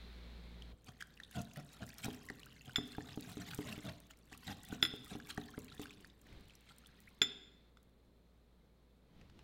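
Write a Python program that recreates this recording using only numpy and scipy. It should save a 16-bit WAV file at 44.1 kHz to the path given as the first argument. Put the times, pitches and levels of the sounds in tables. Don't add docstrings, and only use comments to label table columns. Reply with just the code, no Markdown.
import sys
import numpy as np
from scipy import signal
from scipy.fft import rfft, irfft, next_fast_len
from scipy.io import wavfile
from scipy.ndimage import uniform_filter1d

SR = 44100
rng = np.random.default_rng(int(sys.argv[2]) if len(sys.argv) > 2 else 0)


def dump_mix(stems):
    frames = np.atleast_2d(stems).T
    limited = np.clip(frames, -1, 1)
    pcm = np.round(limited * 32767).astype(np.int16)
    wavfile.write(sys.argv[1], SR, pcm)


N = 415863
T = np.arange(N) / SR


def from_db(db):
    return 10 ** (np.asarray(db) / 20)


def rms_one(x):
    return x / np.sqrt(np.mean(x ** 2) + 1e-20)


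def at_hz(points, hz, column=1):
    points = np.array(points)
    return np.interp(np.log(hz + 1e-9), np.log(points[:, 0]), points[:, column])


def coloured(x, spectrum):
    size = next_fast_len(N)
    gain = from_db(at_hz(spectrum, np.arange(size // 2 + 1) * SR / size))
    return rms_one(irfft(rfft(x, size) * gain, size)[:N])


def band(x, low_hz, high_hz):
    edges = [low_hz, min(high_hz, .45 * SR)]
    return signal.sosfilt(signal.butter(2, edges, "band", fs=SR, output="sos"), x + 1e-18)


def resonance(x, hz, width_hz):
    r = np.exp(-np.pi * width_hz / SR)
    zeros = np.array([1, 0, -1]) * (1 - r * r) / 2
    poles = [1, -2 * r * np.cos(2 * np.pi * hz / SR), r * r]
    return signal.lfilter(zeros, poles, x + 1e-18)


def mode(hz, db, t60):
    t = T[:SR // 2]
    return from_db(db - 60 * t / t60) * np.sin(2 * np.pi * hz * t)


def burst(db, low_hz, high_hz, t60):
    t = T[:SR // 2]
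    return from_db(db - 60 * t / t60) * rms_one(band(rng.standard_normal(len(t)), low_hz, high_hz))


def add(out, s, sound):
    i = max(int(s * SR), 0)
    out[i:i + len(sound)] += sound[:max(N - i, 0)]


def drift(rate):
    count = 2000
    knots = rng.standard_normal(count)
    return rms_one(np.interp(T * rate, np.arange(count), knots))


def swells(rows, edge_db, rise_share):
    gain = np.zeros(N)
    for crest, length, db in rows:
        near = np.abs(T - crest) < 1.5 * length
        before = (crest - T[near]) / rise_share
        after = (T[near] - crest) / (1 - rise_share)
        away = np.maximum(before, after) / length
        gain[near] = np.hypot(gain[near], from_db(db - edge_db * away ** 1.53))
    return gain


def spell(start, end, ramp_s=0.01):
    return np.clip(np.minimum(T - start, end - T) / ramp_s + .5, 0, 1)


# multiple of HUM_HZ, level_db [relative]
HUM_HARMONICS = [(1, 1.5), (2, -14), (3, -11), (4, -16.5)]
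HUM_HZ = 57.7
HUM_DB, LOUD_HUM_DB, LOUD_HUM_END_S = -69.5, -54, 0.747
# [relative, per Hz]
RUMBLE_SPECTRUM = [(20, -9.5), (45, -9), (90, -12.5), (200, -8), (330, -15.5), (470, -14.5), (700, -24),
                   (1300, -29), (2500, -48.5)]
# crest_s, length_s, level_db [rms at the crest]
SHUFFLES = [(6.02, 0.11, -61), (6.33, 0.25, -56.5), (9.2, 0.31, -62), (9.4, 0.26, -61)]
# [relative, per Hz]
SHUFFLE_SPECTRUM = [(25, -3.5), (80, -3.5), (250, -9), (550, -20), (1100, -27.5), (4000, -29.5),
                    (9000, -51.5)]
# [relative, per Hz]
HISS_SPECTRUM = [(150, -8), (500, -2.5), (900, -0.5), (1200, -2), (2200, 2.2), (2850, -3), (3600, 2.5),
                 (4200, 3), (4600, -5), (5800, -14.5), (9000, -23), (16000, -25)]
# start_s, end_s, level_db [rms at the middle]
HISS_SPELLS = [(-.1, 0.727, -64.5), (6.252, 7.699, -75.5)]
HISS_DB, HISS_SAG_DB_PER_S = -83, 6


def background(rumble_db=-70, loud_rumble_db=-62, air_db=-90):
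    white = rng.standard_normal((4, N))
    early = spell(-1, LOUD_HUM_END_S)
    hum = 0
    for k, db in HUM_HARMONICS:
        hum = hum + from_db(db) * np.sin(2 * np.pi * (round(k) * HUM_HZ * T + rng.random()))
    hum = rms_one(hum) * from_db(HUM_DB + early * (LOUD_HUM_DB - HUM_DB))
    rumble_level = from_db(rumble_db + early * (loud_rumble_db - rumble_db))
    rumble = rumble_level * coloured(white[0], RUMBLE_SPECTRUM)
    shuffle = swells(SHUFFLES, edge_db=12.5, rise_share=0.38) * coloured(white[1], SHUFFLE_SPECTRUM)
    louder = 0
    for start, end, db in HISS_SPELLS:
        sag_db = HISS_SAG_DB_PER_S * (T - (start + end) / 2)
        louder = louder + spell(start, end) * from_db(db - sag_db)
    hiss = np.hypot(from_db(HISS_DB), louder) * coloured(white[2], HISS_SPECTRUM)
    return hum + rumble + shuffle + hiss + from_db(air_db) * white[3]


def grains(per_s, spread_db):
    size = from_db(spread_db * np.minimum(rng.exponential(1, N), 4.5))
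    return (rng.random(N) < per_s / SR) * size * rng.choice([-1, 1], N)


# [relative, per Hz]
WET_SPECTRUM = [(750, -5), (1000, -10), (1450, -4), (2400, -6.5), (3600, -2.5), (4600, -9.5), (5700, -14.5),
                (7200, -11.5), (10000, -20), (15500, -22.5)]


def wet_crackle(per_s, spread_db, cycles, patchy_db):
    clicks = grains(per_s, spread_db)
    pitches = np.geomspace(750, 15000, 36)
    dealt = rng.choice(len(pitches), N, p=pitches / pitches.sum())
    out = 0
    for k, hz in enumerate(pitches):
        bubbles = rms_one(resonance(clicks * (dealt == k), hz, hz / cycles))
        patches_db = patchy_db * np.clip(drift(rate=55), -2, 1.7)
        out = out + from_db(at_hz(WET_SPECTRUM, hz) + patches_db) * np.sqrt(hz) * bubbles
    return rms_one(out)


def blip(hz, length, rise):
    age = T[:SR // 20] / (0.77 * length)
    pitch = hz * (1 + 2 * rise * np.tanh((age - 1) / 2))
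    ragged = 1 + .25 * rms_one(uniform_filter1d(rng.standard_normal(len(age)), size=36))
    return (age * np.exp(1 - age)) ** 3 * ragged * np.sin(2 * np.pi * np.cumsum(pitch) / SR)


def squelch(wetness, per_s=170, level_db=0.5, centre_hz=2600):
    out = np.zeros(N)
    times = np.cumsum(rng.exponential(1, size=2500)) / per_s
    times = times[times < T[-1]]
    chances = np.clip(rng.standard_normal((len(times), 4)), -1.8, 1.8)
    for s, (size, loud, slow, glide) in zip(times, chances):
        strength = wetness[int(s * SR)] * from_db(level_db + 1.7 * loud)
        length = .0022 * np.exp(.3 * size + .35 * slow)
        rise = .02 + .05 * glide
        add(out, s, strength * blip(centre_hz * np.exp(-.5 * size), length, rise))
    return out


# time_s, level_db [before the mix of the crackle]
SEEP = [(.72, -86), (.9, -73.5), (1.25, -72.5), (2.2, -65.5), (2.6, -67.5), (3.75, -60.5), (4.17, -78.5),
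        (4.6, -64), (5.85, -66), (6.2, -77), (7.1, -73.5), (7.5, -92.5)]
# crest_s, length_s, swish_db [through the leaves], rub_db [on the wall]
STROKES = [(.885, .05, -61.5, -52.5), (1.015, 0.033, -57, -63), (1.378, .125, -54.5, -41),
           (1.582, 0.085, -54, -46.5), (1.765, 0.15, -60.5, -71), (1.821, 0.088, -61, -45),
           (1.894, 0.028, -57, -64), (2.002, .08, -54, -66), (2.053, 0.072, -47, -43),
           (2.13, 0.075, -59.5, -59), (2.68, 0.064, -60, -53.5), (2.9, 0.23, -61.5, -77),
           (3.1, 0.17, -61.5, -60), (3.295, 0.15, -54, -54.5), (3.41, 0.12, -56, -52.5),
           (3.515, 0.19, -57, -57.5), (3.69, 0.22, -52.5, -52), (3.875, 0.16, -52, -47),
           (4.11, 0.034, -60.5, -76), (4.335, 0.087, -59.5, -65), (4.495, 0.13, -52, -45),
           (4.725, 0.17, -59, -53), (5.118, 0.08, -51, -48.5), (5.305, 0.049, -49, -78),
           (5.735, 0.038, -64, -74), (5.825, 0.1, -53, -71), (6.705, .09, -63, -71)]
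STROKE_RISE_SHARE, STROKE_EDGE_DB = 0.53, 18.5


def stirred_db(s):
    return np.interp(s, *np.transpose(SEEP))


def sauce(churn_db=0.0, flutter_db=5.0, spatter_db=-9):
    sweep = swells([row[:3] for row in STROKES], STROKE_EDGE_DB, STROKE_RISE_SHARE)
    seep = from_db(stirred_db(T))
    wetness = np.hypot(0.39 * sweep, seep)
    flutter = from_db(flutter_db * np.clip(drift(rate=100), -2, 1.5))
    dense = sweep * flutter * wet_crackle(per_s=7600, spread_db=3.5, cycles=24, patchy_db=6.5)
    sparse = seep * wet_crackle(per_s=1100, spread_db=4.0, cycles=24, patchy_db=3.5)
    droplets = rms_one(band(grains(per_s=42, spread_db=5.0), 5500, 19000))
    spatter = from_db(spatter_db) * wetness * droplets
    churn = from_db(churn_db) * seep * rms_one(band(rng.standard_normal(N), 70, 210))
    return from_db(-0.5) * (dense + sparse) + squelch(wetness) + spatter + churn


STIR_START_S, STIR_END_S = .8, 7.15
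STRAY_FOLLOWS = 0.35


def strays(per_s, db, centre_hz, spread_db, octaves):
    count = 200
    when, loud, size = rng.uniform(-1, 1, (count, 3)).T
    s = STIR_START_S + (np.arange(count) + 1 + when) / per_s
    below_top_db = stirred_db(s) - np.max(np.array(SEEP)[:, 1])
    levels_db = db + STRAY_FOLLOWS * below_top_db + spread_db * loud
    rows = np.transpose([s, levels_db, centre_hz * 2 ** (octaves * size)])
    return list(rows[s < STIR_END_S])


# time_s, level_db [before level_db of pops], pitch_hz
POPS = [(0.623, -44, 3100), (1.008, -40, 1620), (1.013, -39, 1870), (1.025, -33, 1536),
        (1.202, -39.5, 1740), (1.236, -40.5, 3600), (1.561, -43.5, 1830), (1.831, -40, 1550),
        (2.289, -38.5, 1940), (2.301, -33, 1830), (2.433, -44.5, 2820), (3.535, -37, 1430),
        (4.329, -39, 1770), (4.471, -39.5, 3800), (5.202, -43, 1550), (5.377, -33.5, 1720),
        (5.725, -45, 3850), (5.858, -38.5, 1480), (5.908, -41, 2360), (6.047, -42.5, 1700),
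        (6.498, -50, 3040), (6.698, -51, 3200), (7.772, -52.5, 1310)]
POP_S = 0.0028


def pops(level_db=-4.5, rise=.11, tear_db=-13, length_spread=.3):
    out = np.zeros(N)
    small = strays(per_s=7.1, db=-49.5, centre_hz=2555, spread_db=6, octaves=0.58)
    for s, db, hz in list(POPS) + small:
        length = POP_S * np.exp(length_spread * rng.uniform(-1.1, 1))
        add(out, s - 0.85 * length, from_db(db + level_db) * blip(hz, length, rise))
        add(out, s - 0.35 * length, burst(db + tear_db, low_hz=1213, high_hz=7000, t60=0.016))
    return out


# pitch_hz, width_hz, level_db [relative]
WIRES = [(112, 57, 1.5), (166, 43, 0.5), (390, 68, -18), (731, 55, -5.5), (1006, 200, -16), (1403, 80, -13),
         (1870, 93, -31), (2724, 90, -18.5)]
RUB_SHARE, RUB_LAG_S = 0.47, .005


def rubs(slips_per_s=900, edge_s=0.015, flex=0.076, slide=.06, level_db=-3.5):
    out = np.zeros(N)
    slips = grains(slips_per_s, spread_db=3.5)
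    bent = np.cumsum(slide * drift(rate=35))
    bends = rng.standard_normal((len(STROKES), len(WIRES)))
    for (crest, length, _, db), bend in zip(STROKES, bends):
        start, end = crest + RUB_LAG_S + RUB_SHARE * length * np.array([-.5, .5])
        near = (T > start - .05) & (T < end + .05)
        steps = np.arange(near.sum())
        pressure = np.clip(np.minimum(T[near] - start, end - T[near]) / edge_s + .3, 0, 1)
        for (hz, width, mode_db), b in zip(WIRES, bend):
            hz = hz * (1 + flex * b)
            ring = slips[near]
            for _ in range(2):
                ring = resonance(ring, hz, 1.55 * width)
            ring = np.interp(steps + bent[near] - bent[near][0], steps, ring)
            even = ring / np.sqrt(uniform_filter1d(ring ** 2, size=1100) + 1e-18)
            out[near] += from_db(db + mode_db + level_db) * pressure * even
    return out


# time_s, level_db [before ring and spray levels], pitch_hz
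SNAPS = [(1.007, -48, 8100), (1.416, -41, 6560), (1.891, -45, 5700), (1.983, -41, 5460),
         (2.045, -33.5, 5700), (2.056, -39, 5540), (3.546, -34.5, 7900), (4.376, -45.5, 9200),
         (5.816, -44, 7300), (7.829, -60, 14300)]


def snaps(ring_db=7, ring_cycles=24, spray_db=-7, build_s=0.00031):
    out = np.zeros(N)
    small = strays(per_s=7, db=-49.5, centre_hz=8150, spread_db=6.5, octaves=.6)
    for s, db, hz in list(SNAPS) + small:
        ring = mode(hz, ring_db, ring_cycles / hz)
        snap = ring + burst(spray_db, low_hz=5000, high_hz=16000, t60=0.022)
        add(out, s, from_db(db) * snap * (1 - np.exp(-T[:len(snap)] / build_s)))
    return out


# time_s, level_db [before level_db of knocks]
KNOCKS = [(2.083, -33), (2.303, -40.5), (2.784, -32.5), (2.983, -33.5), (3.175, -37), (3.371, -41.5),
          (3.589, -35), (3.779, -40), (4.323, -47), (4.727, -38.5), (4.828, -34.5), (4.938, -40),
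          (5.153, -39), (5.380, -33.5), (5.579, -36), (5.796, -38), (7.216, -37)]
# pitch_hz, level_db [relative], t60_s; each knock varies all three
COUNTER_MODES = [(139, -16, 0.07), (185.7, -7, 0.067), (251, -3, 0.11), (303.4, -5.5, 0.14),
                 (407, -3, 0.057), (738, -7.5, 0.029), (1210, -8.5, 0.011)]


def knocks(level_db=-2.5, vary_db=3.0, detune=0.02):
    out = np.zeros(N)
    chances = rng.standard_normal((len(KNOCKS), len(COUNTER_MODES), 2))
    for (s, db), chance in zip(KNOCKS, chances):
        grip = rng.uniform(-1, 1)
        pitch, damping = 1 + .02 * grip, np.exp(.3 * grip)
        thud = burst(db=-9.5, low_hz=450, high_hz=1060, t60=.025)
        for (hz, mode_db, t60), (loud, shift) in zip(COUNTER_MODES, chance):
            thud = thud + mode(hz * (pitch + detune * shift), mode_db + vary_db * loud, t60 / damping)
        add(out, s, from_db(db + level_db) * thud)
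    return out


# time_s, level_db [peak, about], pitch_hz [at the peak]
BLOOPS = [(2.469, -55.5, 1400), (5.545, -49, 1420), (7.08, -54.5, 2065)]
BLOOP_S, BLOOP_RISE = .009, .2


def bloops():
    out = np.zeros(N)
    for s, db, hz in BLOOPS:
        add(out, s - BLOOP_S, from_db(db) * blip(hz, BLOOP_S, BLOOP_RISE))
    return out


# time_s, level_db [scales all modes], height [wall -1 to rim 1]
CLINKS = [(2.7585, -18.5, 0.19), (4.8263, -13, -0.63), (4.8505, -21.5, -0.44), (7.2168, -13, 0.97),
          (7.771, -57.5, -.8)]
# pitch_hz, level_db [relative], t60_s, rim_db [extra when struck at the rim]
BOWL_MODES = [(1420, -23, 0.07, 0), (1990, -28.5, 0.13, 1), (3390, -19, 0.12, 2.5),
              (3527, -17.5, 0.18, 2.8), (3550, -15.5, 0.08, -1.5), (4034, -24, 0.067, -0.5),
              (5190, -33.5, 0.32, -2.5), (5095, -30.5, 0.14, -1), (7128, -21.5, 0.077, 7),
              (9210, -28.5, .035, 0.5), (9412, -35.5, 0.11, -5.5), (11915, -33, .09, -5.5),
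              (14710, -40, .07, 2)]
# pitch_hz, level_db [relative], t60_s
CRACK_MODES = [(1516, -4.5, 0.014), (2064, -3.5, 0.013), (2678, -4, 0.012), (3462, 4.5, 0.017),
               (5040, 0, 0.0088), (6200, -15, 0.0075), (11150, -24, 0.0081)]


def clinks(build_s=0.0019, spray_t60=0.057):
    out = np.zeros(N)
    for s, db, height in CLINKS:
        ring = sum(mode(hz, mode_db + height * rim_db, t60) for hz, mode_db, t60, rim_db in BOWL_MODES)
        crack = sum(mode(hz, mode_db, t60) for hz, mode_db, t60 in CRACK_MODES)
        wires = burst(db=-18 + 1.9 * height, low_hz=1270, high_hz=2918, t60=spray_t60)
        wires = wires + burst(db=-32.5, low_hz=5000, high_hz=15000, t60=0.044)
        build = 1 - np.exp(-T[:len(ring)] / build_s)
        add(out, s, from_db(db) * (ring + crack + wires) * build)
    return out


# time_s, level_db [rms of the noise before it dies away]
TICKS = [(9.213, -58), (9.298, -60), (9.391, -55.5)]


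def ticks():
    out = np.zeros(N)
    for s, db in TICKS:
        add(out, s, burst(db, low_hz=920, high_hz=4200, t60=0.022))
    return out


# pitch_hz, t60_s, level_db [each band, against the direct sound]
KITCHEN_ECHO = [(100, 0.18, -6.5), (295.5, 0.84, -6.5), (714, 0.51, -6), (1800, 0.8, -17.5),
                (3600, 0.62, -11.5), (7040, 0.66, -20.5), (15000, .22, -16.5)]


def kitchen(x, first_echo_s=0.002):
    t = T[:SR * 3 // 4]
    edges = np.geomspace(70, 18000, 13)
    tail = 0
    for low, high in zip(edges, edges[1:]):
        hz = np.sqrt(low * high)
        decay = from_db(-60 * t / at_hz(KITCHEN_ECHO, hz))
        dying = rng.standard_normal(len(t)) * decay * (t > first_echo_s)
        level = from_db(at_hz(KITCHEN_ECHO, hz, column=2))
        tail = tail + level * band(dying / np.linalg.norm(dying), low, high)
    return signal.fftconvolve(x, tail)[:N]


def scene():
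    bowl = sauce() + pops() + rubs() + snaps() + knocks() + bloops() + clinks() + ticks()
    return (bowl + kitchen(bowl) + background())[None]


def record(dry, cutoff_hz=16000):
    return signal.sosfilt(signal.ellip(10, .1, 70, cutoff_hz, fs=SR, output="sos"), dry)


dry = scene()
out = record(dry)
dump_mix(out)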